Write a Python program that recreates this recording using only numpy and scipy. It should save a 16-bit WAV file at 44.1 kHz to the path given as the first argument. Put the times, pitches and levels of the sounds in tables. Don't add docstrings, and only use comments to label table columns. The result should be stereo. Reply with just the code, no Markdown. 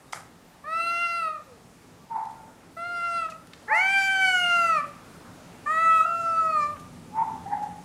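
import sys
import numpy as np
from scipy import signal
from scipy.io import wavfile
from scipy.ndimage import uniform_filter1d

SR = 44100
rng = np.random.default_rng(int(sys.argv[2]) if len(sys.argv) > 2 else 0)


def ratio_of_db(decibels):
    return 10 ** (np.asarray(decibels, float) / 20)


def output_pcm(signal):
    pcm = np.clip(np.atleast_2d(signal).T, -1, 1) * 32767
    wavfile.write(sys.argv[1], SR, np.round(pcm).astype(np.int16))


N = 345744
T = np.arange(N) / SR

# [f/Hz, density/dB per Hz]
TOWN_SPECTRUM = [(25, -20), (65, -16.5), (154, -11.5), (800, -15.5), (1600, -22.5), (3620, -29.5),
                 (9050, -31.5), (12800, -40.5)]
# [f/Hz, likeness/0-1]
STEREO_LIKENESS = [(60, 0.99), (130, 1.0), (290, 0.95), (640, 0.81), (1410, 0.5), (3100, 0.42), (6820, 0.7),
                   (15000, 1)]
# [t/s, nearness/dB]
VEHICLE_NEARNESS = [(0, 1.5), (1, -0.5), (2.2, 2), (3.8, 1), (4.7, 4), (6, 3.5), (6.6, 4.5), (7.4, 6.5),
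                    (7.84, 5)]
# [f/Hz, width/Hz, level/dB]
ENGINE_BANDS = [(173, 17, -2.5), (248.7, 48, -3.5), (114.4, 65, -5)]
ENGINE_DB, ENGINE_SHARE, AIR_SHARE = -63, 2.55, 0.05
# (peak t/s, level/dB, slope/dB per s)
FAR_MACHINE = (5.24, -56, 26)
ZOOM_END_S, WHINE_HZ, WHINE_DB, WHINE_FADE_DB_PER_S, STILL_AIR_DB = 3.34, 13750, -75, 1.5, 4
SETTLE_S, SETTLE_DB = 6.67, -1.5

# [start t/s, length/s, start f/Hz, end f/Hz, level/dB]
FAINT_TONES = [
    (1.45, .14, 570, 410, -53),
    (4.8, .14, 595, 560, -45),
    (2.35, .09, 1370, 1450, -57),
    (2.46, .1, 1440, 1400, -61),
    (1.99, .07, 1150, 1180, -62),
    (.075, .035, 3750, 3800, -67),
]

# [delay t/s, left level/dB, right level/dB]
WALL_ECHOES = [(.013, -13, -16), (.028, -22, -16), (.042, -15, -19), (.074, -26, -23)]
YARD_T60_S, YARD_DB, YARD_TOP_HZ = .5, -10.5, 3930

# [t/s, peak level/dB, body f/Hz, treble level/dB, scrape length/s]
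LOOSE_STEPS = [
    (.123, -34.5, 4900, -4, 0.012),
    (0.132, -17.5, 1300, -18, .001),
]
FIRM_STEPS = [(0.139, -34, 1200, -3.5, 0.042), (2.253, -48, 3000, .5, .004), (2.305, -53, 3000, 4, 0.011),
              (3.287, -34.5, 1400, -30, 0.0048), (3.296, -44.5, 4420, 1, 0.019),
              (3.471, -43, 3020, -4, 0.0032), (3.533, -33, 3300, -29, 0.0044), (4.86, -44, 2400, -5, 0.03),
              (6.76, -41, 1500, -14, 0.015), (6.79, -56, 4000, 11, 0.022), (3.74, -44, 7500, -2, .04),
              (7.622, -56, 6000, 5, 0.022)]
# [f/Hz, width/Hz, level/dB]
TILE_MODES = [(1290, 38, 2.5), (1980, 110, 1), (3360, 61, -7), (4980, 41, -6.5), (6060, 82, -14),
              (7500, 34, -14), (8500, 81, -10)]
FIRM_RING_DB, LOOSE_RING_DB = -23, -2

# [t/s, pitch f/Hz, effort level/dB, mouth opening level/dB, tongue/0 back - 1 front]
YOWL_1 = [(.647, 571, -40.5, -7, 0.13), (0.674, 619, -33.5, -12, 0.069), (0.735, 656, -29, -5, 0.4),
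          (0.83, 676, -27, -3.5, 0.61), (1.012, 687, -28.5, 3, 0.56), (1.185, 680.7, -30.5, -1, 0.58),
          (1.28, 630.6, -25.5, -15.5, .32), (1.329, 619, -35, -15, 0.29), (1.41, 598, -45.5, -9, 0.19)]
YOWL_2 = [(2.773, 668, -36, -17, .15), (2.794, 676.2, -33.5, -12, 0.36), (2.865, 698.5, -34, -6, .42),
          (2.903, 697.7, -32, -11.5, 0.48), (3.011, 690.7, -31, -6.5, 0.48),
          (3.179, 680.4, -27, -7.5, 0.57), (3.263, 642, -31, -8.5, 0.46), (3.3, 649.6, -57, -1, .6),
          (3.325, 633, -42, -7, 0.61)]
YOWL_3 = [(3.684, 791.7, -50.5, 16, 0.026), (3.725, 792, -32, 10.5, 0.021), (3.862, 796.8, -28.5, 5, 0.54),
          (4.012, 782.8, -25.5, 4, 0.57), (4.186, 768.4, -25.5, -2.5, 0.72),
          (4.226, 762.6, -22.5, 2.5, 0.55), (4.452, 706, -23.5, 0, 0.66), (4.63, 688.8, -20.5, -6.5, .55),
          (4.791, 677.5, -22, -9, 0.27)]
YOWL_4 = [(5.669, 586.5, -27.5, -1.5, -0.22), (5.717, 632.3, -22, -9, -0.017),
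          (5.825, 656.4, -22.5, -6.5, 0.26), (5.972, 648.4, -17, -11, 0.37),
          (6.021, 638.4, -19.5, -15, 0.55), (6.042, 668, -22.5, -17, .8)]
YOWL_4_END = [(6.062, 681.7, -30.5, -12.5, 0.85), (6.229, 671.6, -25.5, -20.5, 0.68),
              (6.433, 648, -23, -21, .35), (6.517, 633.4, -25, -15.5, 0.47), (6.569, 612, -21.5, -18, 0.26),
              (6.637, 587.2, -23.5, -10.5, 0.32), (6.732, 602.4, -32, -29, .02), (6.77, 549, -51, -6, .3)]
# [f/Hz, width/Hz, level/dB]
MOUTH_RESONANCES = [
    [(4090, 540, 2.5), (5300, 640, -11), (6200, 190, -11), (8680, 400, -3.5), (9980, 220, -13),
     (12100, 500, -17)],
    [(3940, 1500, 3), (5360, 500, -9), (8030, 260, 1), (9270, 450, -1.5), (11500, 500, -18)],
    [(2880, 490, -8), (4500, 300, 4), (6000, 1300, -4), (7700, 1400, -8), (9170, 430, -8),
     (10800, 580, -10.5), (12300, 400, -16)],
    [(3580, 730, 5.5), (5000, 600, -12), (7280, 940, 2), (8600, 1000, -2), (11300, 600, -6)],
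    [(4393, 163, 5.5), (5600, 760, -9), (7160, 490, -6), (8630, 320, -9), (10500, 800, -19.5)],
]
# [start level/dB, middle level/dB, end level/dB, share of the effort swell]
FUNDAMENTALS = [(-37.5, -43.5, -38, 0.99), (-37.5, -43, -42, 0.54), (-31, -29.5, -40, 0.55),
                (-44.5, -33.5, -47.5, 0.13), (-39, -37.5, -49, 0.083)]
# [level under effort/dB, loss/dB per octave under top pitch, release/s, breath level/dB]
TREBLES = [(-16.5, 63, 0.024, -36), (-20, 33, 0.009, -32), (-17, 26.5, 0.074, -33), (-25.5, 36, 0.045, -46),
           (-24, 10, 0.0096, -35.5)]
# [start depth f/Hz, start time/s, end depth f/Hz, end time/s]
PITCH_SCOOPS = [(0, .05, 0, .05), (0, .05, 0, .05), (440, .066, 92, .065), (0, .05, 0, .05),
                (0, .05, 0, .05)]
# [peak t/s, level/dB, time to lose 15 dB/s]
ROUGH_SPELLS = [(4.04, -49.5, .3), (4.8, -58, 0.3)]
ATTACK_S, EDGE_DB, OPEN_SHARE, HISS_DB = .012, -26, 0.29, -20
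TONGUE_BACK_HZ, TONGUE_SPAN_HZ, TONGUE_WIDTH_HZ = 1804, 1200, 296

# [peak t/s, level/dB, rise/s, fall/dB per s]
BARK_THROBS = [
    [(2.118, -32, .025, 60), (2.168, -27.5, 0.075, 87)],
    [(7.196, -21.5, 0.069, 200), (7.224, -20, .03, 700), (7.284, -29.5, 0.071, 117)],
    [(7.465, -35, .015, 45), (7.526, -24.5, 0.031, 92), (7.63, -29, .02, 170), (7.786, -43, .02, 250)],
    [(3.729, -21.5, 0.046, 129)],
]
# [throat f/Hz, start f/Hz, clean attack/s, smear width/Hz]
BARK_THROATS = [(883, 930, 0.069, 280), (886, 800, 0.11, 280), (832, 780, 0.016, 178),
                (879.7, 860, 0.082, 180)]
# [rasp low f/Hz, rasp high f/Hz, rasp level/dB, skirt level/dB]
BARK_RASPS = [(1480, 2260, -56, -50.5), (1620, 2400, -52, -44.5), (1487, 2070, -50.5, -55.5),
              (1500, 2300, -54, -42)]
RISE_DB, SKIRT_SHARE, RASP_SHARE = -26.5, 0.57, 0.69

TOP_HZ = 15750


def curves(table):
    s, *columns = np.transpose(table)
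    gate = np.clip(np.minimum(T - s[0], s[-1] - T) / 0.0051, 0, 1)
    return [np.interp(T, s, c) for c in columns], gate


def colour(table, hz):
    points_hz, values = np.transpose(table)
    return np.interp(np.log(hz), np.log(points_hz), values)


def band(x, lo_hz, hi_hz):
    edges = [lo_hz, min(hi_hz, .45 * SR)]
    return signal.sosfilt(signal.butter(2, edges, "bandpass", fs=SR, output="sos"), x)


def unit(x):
    return x / np.sqrt(np.mean(x ** 2))


def steep(x, lo_hz, hi_hz):
    return unit(band(band(x, lo_hz, hi_hz), lo_hz, hi_hz))


def walk(rate, size=N):
    k = int(SR / rate)
    held = np.repeat(rng.standard_normal(size // k + 1), k)
    return unit(uniform_filter1d(uniform_filter1d(held, k), k)[:size])


def town(level_db=-53, flicker_db=1.84):
    (traffic_db,), _ = curves(VEHICLE_NEARNESS)
    still = np.clip((T - ZOOM_END_S) / 0.69, 0, 1)
    settled = np.clip((T - SETTLE_S) / 0.33, 0, 1)
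    air_db = -0.8 + STILL_AIR_DB * still + SETTLE_DB * settled + AIR_SHARE * traffic_db
    out = 0
    for hz in 25 * 2 ** np.arange(0, 9.4, .5):
        mid, side = (unit(band(rng.standard_normal(N), hz / 1.223, hz * 1.2)) for _ in range(2))
        like = np.clip(colour(STEREO_LIKENESS, hz), 0, 1)
        bass = 1 / (1 + (hz / 420) ** 2)
        db = colour(TOWN_SPECTRUM, hz) + 10 * np.log10(hz / 170)
        db = db + bass * traffic_db + (1 - bass) * air_db + flicker_db * (0.6 + bass) * walk(8.5)
        spread = np.sqrt((1 - like) / (1 + like)) * side * np.array([[1], [-1]])
        out = out + ratio_of_db(db) * (mid + spread)
    drone = sum(ratio_of_db(db) * unit(band(rng.standard_normal(N), f - w / 2, f + w / 2))
                for f, w, db in ENGINE_BANDS)
    drone = ratio_of_db(ENGINE_DB + ENGINE_SHARE * traffic_db) * drone
    peak_s, peak_db, slope = FAR_MACHINE
    far_db = peak_db - slope * np.abs(T - peak_s) + 2.3 * walk(23)
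    far = ratio_of_db(far_db) * steep(rng.standard_normal(N), 950, 1600)
    whine_db = WHINE_DB - WHINE_FADE_DB_PER_S * T + 3.5 * walk(60)
    motor_on = np.clip((ZOOM_END_S - T) / .1, 0, 1)
    whine = ratio_of_db(whine_db) * motor_on * np.sin(2 * np.pi * WHINE_HZ * T)
    return ratio_of_db(level_db) * out + drone + far + whine


def mew(s, length, start_hz, end_hz, db):
    age = np.linspace(0, 1, int(length * SR))
    tone = np.sin(2 * np.pi * np.cumsum(start_hz + (end_hz - start_hz) * age) / SR)
    level = np.sin(np.pi * age) * ratio_of_db(db + 2.0 * walk(38.0, size=len(age)))
    out = np.zeros(N)
    out[int(s * SR):][:len(age)] = np.sqrt(2) * level * tone
    return out


def yard(x):
    t = T[:SR]
    decay = np.exp(-np.log(1000) * t / YARD_T60_S) * np.clip(t / 0.054, 0, 1)
    tail = rng.standard_normal((2, SR)) * decay
    tail = ratio_of_db(YARD_DB) * tail / np.sqrt(np.sum(tail ** 2, axis=1, keepdims=True))
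    response = signal.sosfilt(signal.butter(1, YARD_TOP_HZ, fs=SR, output="sos"), tail)
    response[:, 0] = 1
    for s, left_db, right_db in WALL_ECHOES:
        response[0, int(s * SR)] += ratio_of_db(left_db)
        response[1, int(s * SR)] += ratio_of_db(right_db)
    return signal.fftconvolve(x[None], response)[:, :N]


def steps(table, ring_db):
    out, t = np.zeros(N + SR), T[:SR // 4]
    for s, db, hz, treble_db, scrape in table:
        push = rng.standard_normal(len(t)) * np.exp(-t / scrape) * np.clip(3 * t / scrape, 0, 1)
        body = band(push, .5 * hz, 1.34 * hz)
        tick = band(band(push, 2000, 10500), 1700, 12000)
        ring = sum(ratio_of_db(g_db) * band(push, f - 2 * w, f + 2 * w) / np.sqrt(w) for f, w, g_db in TILE_MODES)
        body, tick, ring = (part / np.abs(part).max() for part in (body, tick, ring))
        contact = body + ratio_of_db(treble_db) * tick + ratio_of_db(ring_db) * ring
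        out[int(s * SR):int(s * SR) + len(t)] += ratio_of_db(db) * contact
    return out[:N]


def yowl(table, mouth, chest, bright, scoop, jitter=0.0021, shimmer_db=3.0):
    under_db, sag_db, release_s, breath_db = bright
    start_s, end_s = table[0][0], table[-1][0]
    edge = np.array([0, 0, EDGE_DB, 0, 0])
    onset = table[0] + edge - [ATTACK_S, 0, 0, 0, 0]
    release = table[-1] + edge + [release_s, 0, 0, 0, 0]
    columns, gate = curves([onset, *table, release])
    on = slice(*np.flatnonzero(gate)[[0, -1]])
    hz, second_db, open_db, tongue = (c[on] for c in columns)
    t, size = T[on], len(hz)

    hz = uniform_filter1d(hz, size=SR // 40, mode="nearest")
    hz = hz - scoop[0] * np.exp(-(t - onset[0]) / scoop[1])
    hz = hz - scoop[2] * np.exp(np.minimum(t - end_s, 0) / scoop[3])
    phase = 2 * np.pi * np.cumsum(hz * (1 + jitter * walk(59.6, size=size))) / SR

    first_db = np.interp(np.linspace(0, 2, size), range(3), chest[:3])
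    first_db = first_db + chest[3] * (second_db - second_db.max())

    def off(k):
        return (k * hz - TONGUE_BACK_HZ - TONGUE_SPAN_HZ * tongue) / TONGUE_WIDTH_HZ

    upper = [second_db + open_db - 20 * np.log10(1 + off(k) ** 2) for k in (3, 4)]
    upper.append(second_db + open_db - 1 - 36 * np.log10(1 + off(5) ** 2))
    treble_db = second_db + under_db + OPEN_SHARE * open_db + sag_db * np.log2(hz / hz.max())

    from_edge = np.minimum(release[0] - t, 3 * (t - onset[0]))
    fray = .05 + .7 * np.clip(1 - from_edge / .1, 0, 1)
    low = 0
    for k, db in enumerate([first_db, second_db, *upper]):
        level = ratio_of_db(db + .8 * walk(17.87, size=size)) * (1 + fray * walk(160, size=size))
        low = low + level * np.cos((k + 1) * phase)

    stack = np.arange(5, 22)[:, None] * hz
    gains = np.sqrt(sum(ratio_of_db(2 * db) / (1 + ((stack - f) / w) ** 2) ** 2 for f, w, db in mouth))
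    gains /= np.sqrt(np.sum(gains ** 2 * np.clip((stack - 3000) / 400, 0, 1), axis=0))
    top = sum(g * ratio_of_db(shimmer_db * walk(25.38, size=size)) * np.sin((k + 5) * phase + k * k)
              for k, g in enumerate(gains))

    halves = sum(ratio_of_db(db) * walk(200, size=size) * np.sin((k + 1.5) * phase)
                 for k, db in enumerate([-9, 0, -4, -9, -14]))
    halves_db = np.max([db - 15 * ((t - s) / width) ** 2 for s, db, width in ROUGH_SPELLS], axis=0)
    breath = steep(rng.standard_normal(size), 770, 3730)
    breath = ratio_of_db(second_db + breath_db) * (1 + 1.8 * fray) * breath
    top = top + ratio_of_db(HISS_DB) * (1 + 2.6 * fray) * steep(rng.standard_normal(size), 3100, 9800)
    out = np.zeros(N)
    out[on] = np.sqrt(2) * (low + ratio_of_db(treble_db) * top + ratio_of_db(halves_db) * halves) + breath
    return out * gate


def bark(throbs, throat, rasp):
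    hz, start_hz, clean_s, width_hz = throat
    lo_hz, hi_hz, rasp_db, skirt_db = rasp
    first = int((throbs[0][0] - 1.5 * throbs[0][2]) * SR)
    t = T[first:first + SR // 2]
    age, size = t - t[0], len(t)
    db = np.max([peak_db + np.where(t < s, RISE_DB * ((s - t) / rise) ** 1.56, fall * (s - t))
                 for s, peak_db, rise, fall in throbs], axis=0)
    under_peak_db = db - db.max()
    hoarse = np.clip(.07 + (age - clean_s) / .06, .07, .38)
    pitch = hz + (start_hz - hz) * np.exp(-(age / 0.0473) ** 2)
    pitch = pitch * (1 + 0.007 * walk(31.3, size=size))
    tone = np.sqrt(2) * np.sin(2 * np.pi * np.cumsum(pitch) / SR)
    smear = steep(rng.standard_normal(size), hz - width_hz / 2, hz + width_hz / 2)
    skirt_db = skirt_db + SKIRT_SHARE * under_peak_db + 1.3 * walk(40, size=size)
    skirt = ratio_of_db(skirt_db) * steep(rng.standard_normal(size), 950, 1470)
    rasp_db = rasp_db + RASP_SHARE * under_peak_db + 2.3 * walk(31.5, size=size)
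    rough = ratio_of_db(rasp_db) * steep(rng.standard_normal(size), lo_hz, hi_hz)
    voice = ratio_of_db(db) * (np.sqrt(1 - hoarse) * tone + np.sqrt(hoarse) * smear)
    fade = np.clip(np.minimum(age / .02, (.5 - age) / .1), 0, 1)
    out = np.zeros(N)
    out[first:first + size] = fade * (voice + skirt + rough)
    return out


def scene():
    notes = [YOWL_1, YOWL_2, YOWL_3, YOWL_4, YOWL_4_END]
    voices = zip(notes, MOUTH_RESONANCES, FUNDAMENTALS, TREBLES, PITCH_SCOOPS)
    cat = sum(mew(*m) for m in FAINT_TONES) + sum(yowl(*v) for v in voices)
    paws = steps(LOOSE_STEPS, LOOSE_RING_DB) + steps(FIRM_STEPS, FIRM_RING_DB)
    dog = sum(bark(*b) for b in zip(BARK_THROBS, BARK_THROATS, BARK_RASPS))
    dog_pan_db = 2.5
    dog = dog * ratio_of_db([[-dog_pan_db], [dog_pan_db - .6]])
    return town() + yard(ratio_of_db(-0.5) * cat + paws) + dog


def roll_off(x):
    return signal.sosfilt(signal.butter(12, 16080, fs=SR, output="sos"), x)


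def record(dry):
    mix = signal.sosfilt(signal.ellip(8, .2, 70, TOP_HZ, fs=SR, output="sos"), dry)
    return roll_off(mix)


dry = scene()
out = record(dry)
output_pcm(out)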